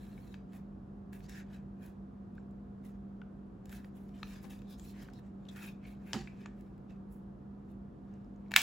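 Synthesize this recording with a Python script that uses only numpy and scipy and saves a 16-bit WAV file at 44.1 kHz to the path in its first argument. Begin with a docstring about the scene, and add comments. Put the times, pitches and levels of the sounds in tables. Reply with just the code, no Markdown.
"""Hands turn a polymer-framed pistol over a desk, close to a two-port phone microphone.
Parts click as short contacts that ring the frame, and the slide snaps at the end.
Skin rubs over the frame as uneven noise that rings the same modes and hisses on its own.
A few soft knocks ring the desk; wandering fan tones hum over shaped noise in a small room."""
import sys
import numpy as np
from scipy import signal
from scipy.fft import rfft, irfft, next_fast_len
from scipy.io import wavfile
from scipy.ndimage import map_coordinates

SR = 44100
rng = np.random.default_rng(int(sys.argv[2]) if len(sys.argv) > 2 else 0)


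def wrap_up_sound(samples):
    """Save the sound to the file named by the first command line argument, as 16-bit audio."""
    columns = np.atleast_2d(samples).T
    # keep every value between -1 and 1, then stretch to whole-number steps
    tamed = np.clip(columns, -1, 1)
    steps = np.round(tamed * 32767).astype(np.int16)
    wavfile.write(sys.argv[1], SR, steps)


N = 380141
APART = np.array([[1], [-1]])  # sign of what differs between left and right


def undb(db):
    """Decibels to amplitude."""
    return 10 ** (np.asarray(db) / 20)


def level(x, db):
    """Scale a sound to an rms level."""
    return x * undb(db) / np.sqrt(np.mean(x ** 2))


def band(x, lo_hz, hi_hz, order=2):
    """Keep only the sound between two frequencies."""
    edges_hz = [lo_hz, min(hi_hz, .45 * SR)]
    return signal.sosfilt(signal.butter(order, edges_hz, "bandpass", fs=SR, output="sos"), x)


def ring(x, hz, t60_s):
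    """One decaying mode driven by x; small parts radiate no bass."""
    radius = np.exp(-np.log(1000) / (t60_s * SR))
    angle = 2 * np.pi * hz / SR
    return signal.lfilter([.5, 0, -.5], [1, -2 * radius * np.cos(angle), radius * radius], x)


def pan(x, left_minus_right_db):
    """Raise one side by half the difference and lower the other by as much."""
    return x * undb(np.array([[left_minus_right_db], [-left_minus_right_db]]) / 2)


def walk(rate_hz, count=N):
    """Random levels joined by straight lines, rate_hz of them a second; spread near 1."""
    points = int(count * rate_hz // SR + 2)
    place = np.arange(count) * (rate_hz / SR)
    return 1.198 * np.interp(place, np.arange(points), rng.standard_normal(points))


# Fan tones: pitch_hz, pitch_wander_hz, level_wander_db, change_rate_hz, level_db (rms),
# alike (likeness of left and right, 0 to 1)
FAN_TONES = [(197.2, 2.003, 3, 8.7, -50, 0.99), (720, 16, 1.5, 60, -72.5, 0.051),
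             (139.4, 4.98, 2, 15, -66.5, 0.83), (248.8, 5.05, 4.0, 15, -64.5, 1),
             (324, 7, 5, 20, -67, 0.54), (393.5, 5, 5.5, 15, -71.5, 0.42)]


def fan_hum():
    """Fan tones wander a little in pitch, and their level dips further than it rises."""
    out = 0
    for pitch_hz, wander_hz, wander_db, rate_hz, level_db, alike in FAN_TONES:

        def tone():
            swell = undb(wander_db * np.minimum(walk(rate_hz), .6))
            return swell * np.sin(2 * np.pi * np.cumsum(pitch_hz + wander_hz * walk(rate_hz)) / SR)

        alike = np.clip(alike, 0, .99)
        both = np.sqrt(1 + alike) * tone()
        differing = APART * np.sqrt(1 - alike) * tone()
        out = out + level(both + differing, level_db)
    return out


def pair(alike):
    """Spectra of a left and a right noise that are alike by the given share."""
    mid, side = rfft(rng.standard_normal((2, N)))
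    alike = np.clip(alike, -.99, .99)
    return np.sqrt(1 + alike) * mid + APART * np.sqrt(1 - alike) * side


# Colour of the room noise: freq_hz, density_db (relative, per Hz)
AIR_COLOUR = [(25, -30), (40, -12.5), (52, -2.5), (80, -10.5), (199, -7.5), (283, -14), (393, -18),
              (642, -25.5), (1240, -31.5), (1700, -39.5), (2100, -47.5), (7280, -63), (12000, -65.5),
              (16500, -83.5)]
# Stereo width of the room noise: freq_hz, alike (likeness of left and right, -1 to 1)
AIR_WIDTH = [(60, 0.93), (200, 0.95), (380, 0.47), (700, 0.017), (1400, -0.003), (3000, 0.47), (6000, 0.34),
             (9000, 1)]


def room_air():
    """Rumble and hiss of the room, noise coloured and widened by frequency."""
    hz = np.fft.rfftfreq(N, 1 / SR) + 1e-3

    def read(table):
        table_hz, value = np.transpose(table)
        return np.interp(np.log(hz), np.log(table_hz), value)

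    noise = irfft(pair(read(AIR_WIDTH)) * undb(read(AIR_COLOUR)), N)
    return level(noise, -51.5)


ROOM_DB, ROOM_T60_S, ROOM_RISE_S = -34, 0.35, 0.005
TREBLE_SHARE = .65  # of the room's decay time


def room(feed):
    """Wall echoes that thicken and fade, the treble first."""
    t = np.arange(SR // 2) / SR
    both, apart = rng.standard_normal(len(t)), rng.standard_normal((2, len(t)))
    rise = 1 - np.exp(-(t / ROOM_RISE_S) ** 2)
    middle = band(0.76 * both + 0.59 * apart, 700, 7000) * undb(-60 * t / ROOM_T60_S)
    treble = band(both + .1 * apart, 5700, 16000) * undb(-60 * t / (TREBLE_SHARE * ROOM_T60_S))
    tail = (middle + undb(-6.0) * treble) * rise
    return undb(ROOM_DB) * signal.fftconvolve(feed[None], tail, axes=1)[:, :N]


# Knocks on the desk: start_s, peak_db (before panning), left_minus_right_db
KNOCKS = [(0.54, -48.5, 1), (4.439, -44, 8), (6.136, -28.5, -4)]
# Modes of the desk top: pitch_hz, level_db (relative), t60_s
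DESK_MODES = [(145.4, 3.5, 0.58), (221.6, 12, 0.15), (247, -6, 0.22), (352, 3, 0.18), (500, -18, 0.18),
              (772, 1, 0.086), (866, -16, 0.18)]


def desk_knocks():
    """A soft noisy push, up in milliseconds and gone in tens of them, rings the desk top."""
    out, t = np.zeros((2, N)), np.arange(16384) / SR
    for start_s, peak_db, pan_db in KNOCKS:
        push = rng.standard_normal(len(t)) * np.exp(-t / 0.025) * np.minimum(t / 0.0033, 1)
        thud = sum(level(ring(push, hz, t60_s), db) for hz, db, t60_s in DESK_MODES)
        i = int(start_s * SR)
        out[:, i:i + len(t)] += pan(thud * undb(peak_db) / abs(thud).max(), pan_db)
    return out


# Modes of frame and slide held in the hand, for rubs and clicks alike:
# pitch_hz, level_db (relative), decay_s (nominal: each contact shortens it)
PISTOL_MODES = [(725, -4.5, 0.14), (938, 6.5, 0.01), (1200, 2.5, 0.014), (1540, 2.5, 0.012),
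                (1734, 10, 0.0094), (2144, 7.5, 0.0061), (2520, 1.5, 0.024), (2990, 1.5, 0.011),
                (3520, 4, 0.0088), (4017, -0.5, 0.014), (4470, -1.5, 0.0087), (4960, -6.5, 0.017),
                (5270, 2, 0.0068), (6080, -1.5, 0.0095), (6940, 0.5, 0.015), (7760, -3.5, 0.022)]
# Finger strokes over the frame: full_pressure_s (start of the hold), rise_s, hold_s, fade_s,
# ring_db, loudest_hz, fall_db (per octave away from the loudest), hiss_db
STROKES = [(0.0, .01, 0.34, 0.086, -69.5, 3830, 1.5, -73.5),
           (0.552, 0.064, 0.021, 0.07, -63.5, 1300, 2, -66.5),
           (1.128, 0.0057, 0.025, 0.049, -61.5, 1720, -3, -64.5),
           (1.167, 0.019, 0.047, 0.052, -69.5, 1900, 2, -71),
           (1.239, 0.023, 0.024, 0.023, -62, 4710, 9, -75),
           (1.288, 0.0099, 0.055, 0.03, -59.5, 5300, 2, -69),
           (1.355, .02, .05, 0.034, -59.5, 6500, 2.5, -69),
           (1.362, 0.058, 0.048, 0.035, -56, 1690, 28, -70),
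           (1.54, 0.095, 0.021, 0.066, -61.5, 1560, 1.5, -73.5),
           (1.83, 0.058, 0.057, 0.071, -65.5, 1560, 2, -68), (2.352, 0.0047, .003, 0.02, -74, 2600, 9, -79),
           (2.383, 0.067, .003, 0.09, -75, 1390, -1, -100),
           (2.854, 0.027, 0.0097, 0.095, -65.5, 1300, -0.5, -64),
           (3.722, 0.063, 0.043, 0.099, -59, 1590, 0, -61), (3.749, 0.018, 0.03, .02, -61.5, 4100, 12, -72),
           (3.856, 0.095, .003, 0.083, -73, 1390, 4, -74), (3.964, 0.046, 0.0175, 0.4, -71, 1290, 0, -72),
           (4.147, 0.018, 0.038, 0.038, -68.5, 3100, 16, -80),
           (4.189, 0.0074, 0.049, 0.054, -66.5, 5000, 1, -76),
           (4.272, 0.095, 0.048, 0.18, -64, 2270, 11, -67.5),
           (4.312, 0.056, 0.073, 0.034, -58, 3600, -2, -71),
           (4.435, 0.054, 0.0027, 0.11, -63, 1300, 1, -62.5),
           (4.502, 0.019, 0.023, 0.059, -60, 3520, 1.5, -60.5),
           (4.533, 0.03, 0.024, 0.15, -64, 2320, 0, -68.5),
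           (4.702, 0.041, 0.035, 0.056, -61.5, 3770, 18, -64),
           (4.71, 0.032, .04, 0.029, -69, 5200, 16, -80), (4.786, 0.021, 0.057, 0.03, -64, 7130, 4.5, -71),
           (4.849, 0.032, 0.067, 0.05, -63.5, 4070, 8, -63.5),
           (4.956, 0.051, 0.05, 0.064, -66, 1720, 6, -76),
           (5.028, 0.11, 0.004, 0.11, -57.5, 2660, 2.5, -64),
           (5.143, .02, 0.045, 0.035, -69, 3640, 14, -80), (5.191, 0.049, 0.0089, 0.028, -71, 1700, 6, -78),
           (5.268, 0.073, .003, 0.064, -69, 1290, 1, -85), (5.473, 0.18, .003, 0.025, -76, 3400, -1, -88),
           (5.489, 0.004, 0.0028, 0.02, -52.5, 3600, 42, -72),
           (5.511, 0.021, 0.058, 0.018, -67, 3860, 0, -71),
           (5.563, 0.017, 0.084, 0.043, -53.5, 1530, 12, -63.5),
           (5.626, .05, 0.056, 0.07, -53, 2520, 4.5, -57), (5.833, 0.029, 0.084, 0.065, -67, 2350, 12, -88),
           (5.867, 0.015, 0.047, 0.083, -69.5, 3900, -3, -69),
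           (6.072, .04, 0.047, 0.019, -67, 2200, 23, -70), (6.119, 0.16, 0.015, 0.35, -62.5, 1740, 1, -69),
           (6.136, 0.0098, .003, 0.1, -44.5, 4670, 4, -77.5),
           (6.16, 0.018, 0.039, 0.056, -52.5, 2750, 18, -80),
           (6.417, 0.081, 0.0025, 0.095, -62, 2414, 6, -77),
           (6.459, 0.0037, 0.016, 0.034, -76, 6850, 38, -98),
           (6.458, 0.045, 0.0032, 0.034, -68, 1940, 15, -98), (6.61, 0.11, .003, 0.24, -74.5, 2130, 2, -79),
           (6.904, 0.026, 0.0026, 0.075, -65.5, 2480, 7, -83),
           (7.127, 0.05, 0.0021, 0.14, -78, 1300, 9, -67),
           (7.716, 0.11, 0.0029, 0.085, -75.5, 1300, 0, -80.5),
           (8.113, 0.18, 0.025, 0.33, -76, 1835, 3, -93), (8.492, 0.19, 0.0027, .012, -77.5, 2080, 14, -97),
           (8.559, 0.0094, 0.0023, .002, -38, 2090, 24, -70),
           (8.583, .015, .015, 0.034, -32.5, 2670, 14, -60)]
RUBBED_PART = (2.7, .012)  # the touched part rings at its own pitch: level_db, nominal decay_s
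RUB_FALL_DB = 13.5  # distance from the loudest pitch weakens a mode by no more than this
GRIP_SHIFT, GRIP_GLIDE = .025, .03  # shares: detuning of each mode, and common bend of all
RAMP_DB = 20  # change of the ring over one rise or fade time
HISS_STEEPER = 1.67  # the hiss follows pressure this many times as steeply
SCRAPE_DB, SCRAPE_OCTAVES = -11, 1.2  # unpitched scrape and its reach either side of the loudest


def skin_rubs():
    """Skin slips as rough, uneven noise that rings the frame and hisses on its own."""
    out = np.zeros((2, N))
    for full_s, rise_s, hold_s, fade_s, ring_db, loudest_hz, fall_db, hiss_db in STROKES:
        first = max(int((full_s - 2 * rise_s) * SR), 0)
        last = min(int((full_s + hold_s + 2 * fade_s) * SR), N)
        i = np.arange(first, last)
        count = len(i)
        corners_s = [-2 * rise_s, 0, hold_s, hold_s + 2 * fade_s]
        press_db = RAMP_DB * np.interp(i / SR - full_s, corners_s, [-2.0, -0.033, -0.11, -2.0])

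        def slips(rough_db):
            unevenness = walk(250, count) + .7 * walk(50, count)
            return rng.standard_normal(count) * undb(rough_db * unevenness)

        drive = slips(2.0) + 0.44 * APART * slips(2.6)
        frame, power = 0, 0
        for hz, db, decay_s in PISTOL_MODES + [(loudest_hz, *RUBBED_PART)]:
            gain = undb(db - min(abs(fall_db * np.log2(hz / loudest_hz)), RUB_FALL_DB))
            hz = hz * (1 + GRIP_SHIFT * rng.standard_normal())
            # the shifting grip frees now one mode, now another
            free = undb(2.2 * walk(25, count))
            mode = ring(ring(drive, hz, 0.43 * decay_s), hz, 0.43 * decay_s)
            frame = frame + gain * free * level(mode, 0)
            power = power + gain ** 2
        # reading the ring unevenly fast bends every mode together as the hand moves
        place = np.cumsum(1 + GRIP_GLIDE * walk(30, count))
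        frame = np.array([map_coordinates(side, [place], mode="mirror") for side in frame])
        frame = frame / np.sqrt(power)
        reach = 2 ** SCRAPE_OCTAVES
        scrape = band(drive, max(loudest_hz / reach, 1100), min(loudest_hz * reach, 8200))
        frame = frame + level(scrape, SCRAPE_DB)
        skin = band(slips(3.3), 8200, 16000) + undb(1.5) * band(slips(1.4), 9200, 15000)
        out[:, i] += pan(frame * undb(ring_db + press_db), 0.62)
        out[:, i] += undb(HISS_STEEPER * press_db) * level(skin, hiss_db)
    return out


# Parts that meet: start_s, level_db (nominal), loudest_hz, below_db and above_db (fall per octave
# below and above the loudest), crack_db (relative), left_minus_right_db, second_hz and second_db
# (second pitch of the struck part, relative), length (share of a plain click)
CLICKS = [(0.1776, -49, 2240, 17, 28, -31, 4.5, 3000, -25, 1.2),
          (0.3418, -39.5, 3730, -3.5, 17.2, -36, 3, 1300, -3, 0.84),
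          (0.5325, -51, 1500, 0, 2.3, -22, 3.1, 3000, -10, .7),
          (1.1313, -45.5, 1650, 20, 3.1, -16, 2.78, 5000, -6, 0.6),
          (1.2044, -52, 2370, 6, 9.1, -25, 4, 5000, -15, 0.99),
          (1.295, -43.5, 7530, 2, 4, -11.5, 11, 1650, 7, .7),
          (1.348, -50, 1900, 20, 15, -31, 3, 5000, -15, .9),
          (1.355, -45, 1600, 15, 6, -31, 3, 6000, -10, .9),
          (1.377, -42, 1700, 20, 20, -31, 3, 5400, -6, .9),
          (1.393, -52, 1900, 15, 20, -31, 3, 6000, -15, .9),
          (1.863, -60, 7280, -1, 2.1, -2, 0, 3000, -10, .9),
          (2.3801, -42.5, 1590, 37, 88, -60, 2, 2700, -22, .9),
          (2.509, -71, 7280, 11, 3, -12, -2, 3000, -22, .9),
          (2.8494, -66, 1380, -2, 2.1, -9, 1.1, 3000, -10, .9),
          (3.2166, -39.5, 1474, 12, 100, -55, 3.5, 2750, -13.5, 1.05),
          (3.6562, -50, 7200, 4.5, 1.8, -12, 1, 3000, -15, 0.68),
          (3.694, -47.5, 7280, -2, 2.1, -13, 1.1, 3000, -10, .9),
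          (3.7265, -40, 1550, 18, 3.2, -20, 2, 4000, -8, .8),
          (3.845, -44, 1460, 2, 6.3, -30, 0, 4800, -5, 0.9),
          (4.09, -60, 5510, 2, 27, -21, 10, 3000, -10, .9),
          (4.2298, -28, 4100, 1, 25, -37, 2.5, 1200, 2, 0.82),
          (4.436, -57, 1790, 4, 4, -6, 0, 5000, -10, .9), (4.59, -57, 3700, 12, 12, -20, 5, 7500, -2, .9),
          (4.6178, -53, 2400, 10, 8, -20, 5, 7300, -6, 0.98),
          (4.796, -45.5, 7000, 6, 2.1, -30, 5, 3300, 0, .7),
          (5.0859, -42, 1530, 3, 29, -37.5, -2, 2000, -10, 1.1),
          (5.1, -60, 4520, 8, 4, -20, 3, 3700, -5, .9), (5.1347, -54, 5160, 10, 10, -13, 9, 3700, -5, .9),
          (5.452, -57, 3200, 19, 12.4, -24, 5, 5000, -20, .9),
          (5.467, -58, 3000, 15, 20, -30, 3, 5000, -20, .9),
          (5.486, -51, 3800, 14, 7.4, -28, 10, 6000, -15, 0.82),
          (5.5605, -46, 1600, 13, 2.2, -16, 6, 5000, -10, 1.2),
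          (5.621, -46, 1500, 11, 4, -18, 0, 5000, -10, 0.99),
          (6.1324, -20.5, 5300, 4, 15, -31, 3, 2940, 2.5, 0.39),
          (6.1378, -32, 2800, 10, 15, -35, 2, 1490, -3, .8),
          (6.1415, -42, 5600, 10, 8, -35, 3, 7300, -3, .6),
          (6.145, -34, 1200, 5, 10, -35, 0, 4500, -10, .9),
          (6.219, -45, 1800, -3, 6.9, -26, 7, 3300, -5, 0.97),
          (6.2739, -36.5, 2350, 25, 60, -48, 1, 3800, -17, 1.2),
          (6.4584, -34, 1160, 3, 5.8, -46, 0, 6800, -8, 1),
          (6.6088, -60.5, 7280, 3, 2.14, -10, 6, 3000, -10, .9),
          (6.7792, -60, 1191, 3, 4.6, -16, 1, 5000, -11, .9),
          (6.895, -60, 2390, 1, 8.2, -40, -1.1, 5000, -10, .9),
          (8.138, -63.5, 6270, 18.5, 20, -26, 0, 3000, -20, .9),
          (8.245, -67, 5170, 14.5, 8, -20, 2, 3000, -20, .9),
          (8.36, -68, 6700, 14.5, 22, -23, 1, 3000, -20, .9),
          (8.462, -59, 2100, 12, 20, -37, 2, 3000, -20, .9),
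          (8.482, -67, 4100, 15, 8, -25, 5, 5700, -5, .9),
          (8.51, -39.5, 2190, -1, 3.8, -22.5, 3.5, 7200, -3, .8),
          (8.517, -28.5, 2300, -2.5, 7.1, -21, 1, 7070, -6, 0.78),
          (8.5385, -18.5, 1650, 12, 4.4, -28, 5, 4170, -2, 0.84),
          (8.562, -1, 2120, 10, 2.7, -17, 4, 3490, -2, .8),
          (8.5705, -16, 2100, 8, 6.6, -30, -8, 4000, -5, .9),
          (8.578, -28, 1910, 12, 8, -30, 0, 3900, -3, .9), (8.583, -26, 2100, 12, 8, -30, 0, 4000, 0, .9),
          (8.591, -24, 2800, 17, 8, -30, 0, 5800, 4, 0.73),
          (8.597, -29, 2700, 12, 8, -30, 0, 4200, -3, 0.8),
          (8.6164, -29, 2240, 14, 4, -6, -3, 6500, -5, .9)]
STRUCK_PART = (2.3, 0.016)  # the struck part rings at its own pitches: level_db, nominal decay_s
CONTACT_S, RISE_S = 0.0013, 0.00058  # fade and rise of a plain contact
FIRST_TOUCH = 5.8  # spike of the first touch, against chatter of spread 1
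UNEVEN_DB = 3.5  # each mode radiates more to one side or the other
TO_WALLS_DB = -1  # share of a click that reaches the walls


def part_clicks():
    """A contact chatters a millisecond or so and rings the modes; returns near sound and room feed."""
    out, t = np.zeros((3, N + 1536)), np.arange(1536) / SR
    for (start_s, level_db, loudest_hz, below_db, above_db, crack_db, pan_db,
         second_hz, second_db, length) in CLICKS:
        envelope = np.minimum(t / (RISE_S * length), 1) * np.exp(-t / (CONTACT_S * length))
        chatter, aside = rng.standard_normal((2, len(t))) * envelope
        chatter = chatter + FIRST_TOUCH * (t == t[12])
        drive = chatter + .2 * aside * APART
        body = 0
        for hz, db, decay_s in PISTOL_MODES + [(loudest_hz, *STRUCK_PART), (second_hz, *STRUCK_PART)]:
            slope_db = max(above_db if hz > loudest_hz else below_db, 0)
            fall_db = slope_db * abs(np.log2(hz / loudest_hz))
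            db += second_db if hz == second_hz else -fall_db
            mode = ring(ring(drive, hz, 0.76 * length * decay_s), hz, 0.56 * length * decay_s)
            body = body + pan(level(mode, db), UNEVEN_DB * rng.standard_normal())
        body = level(body, -21.0)
        crack = band(chatter, 5600, 15000) + 1.06 * band(chatter, 14200, 16500)
        crack = level(crack + .6 * band(chatter, 11240, 12600), crack_db - 10.5)
        # the walls hear the parts from all sides, where single modes stand out less
        low_hz = loudest_hz / 2 ** (6 / max(below_db, 3))
        high_hz = loudest_hz * 2 ** (8 / max(above_db, 4))
        spread = level(band(aside, low_hz, high_hz), -29.5)
        feed = (.5 * body[0] + 2.0 * crack + spread) * undb(TO_WALLS_DB)
        i = int(start_s * SR)
        out[:, i:i + len(t)] += undb(level_db) * np.vstack([pan(body, pan_db) + crack, feed])
    return out[:2, :N], out[2, :N]


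def scene():
    """Fan and air behind, desk and walls around, skin and clicking parts in front."""
    background = pan(room_air() + fan_hum(), -0.75)
    skin = skin_rubs()
    parts, feed = part_clicks()
    echoes = room(feed + undb(-10.0) * skin.mean(axis=0))
    return background + desk_knocks() + echoes + skin + parts


# Phase between the two microphone ports: freq_hz, left_lead_rad
PORTS = [(0, 0), (7400, 0), (8900, -3.14), (13100, -9.4), (15800, -13.2), (22050, -22)]
CEILING, TOP_HZ = .99, 16000  # full scale is 1


def record(dry):
    """The treble reaches the two ports out of step; the loudest peaks are rounded; the top is cut."""
    size = next_fast_len(N + 4096)
    lead = np.interp(np.fft.rfftfreq(size, 1 / SR), *np.transpose(PORTS))
    turn = np.exp(.5j * np.array([lead, -lead]))  # half the lead on each side
    turned = irfft(rfft(dry, size) * turn, size)[:, :N]
    rounded = turned / (1 + (turned / CEILING) ** 4) ** .25
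    return signal.sosfilt(signal.ellip(10, .2, 70, TOP_HZ, fs=SR, output="sos"), rounded)


dry = scene()
out = record(dry)
wrap_up_sound(out)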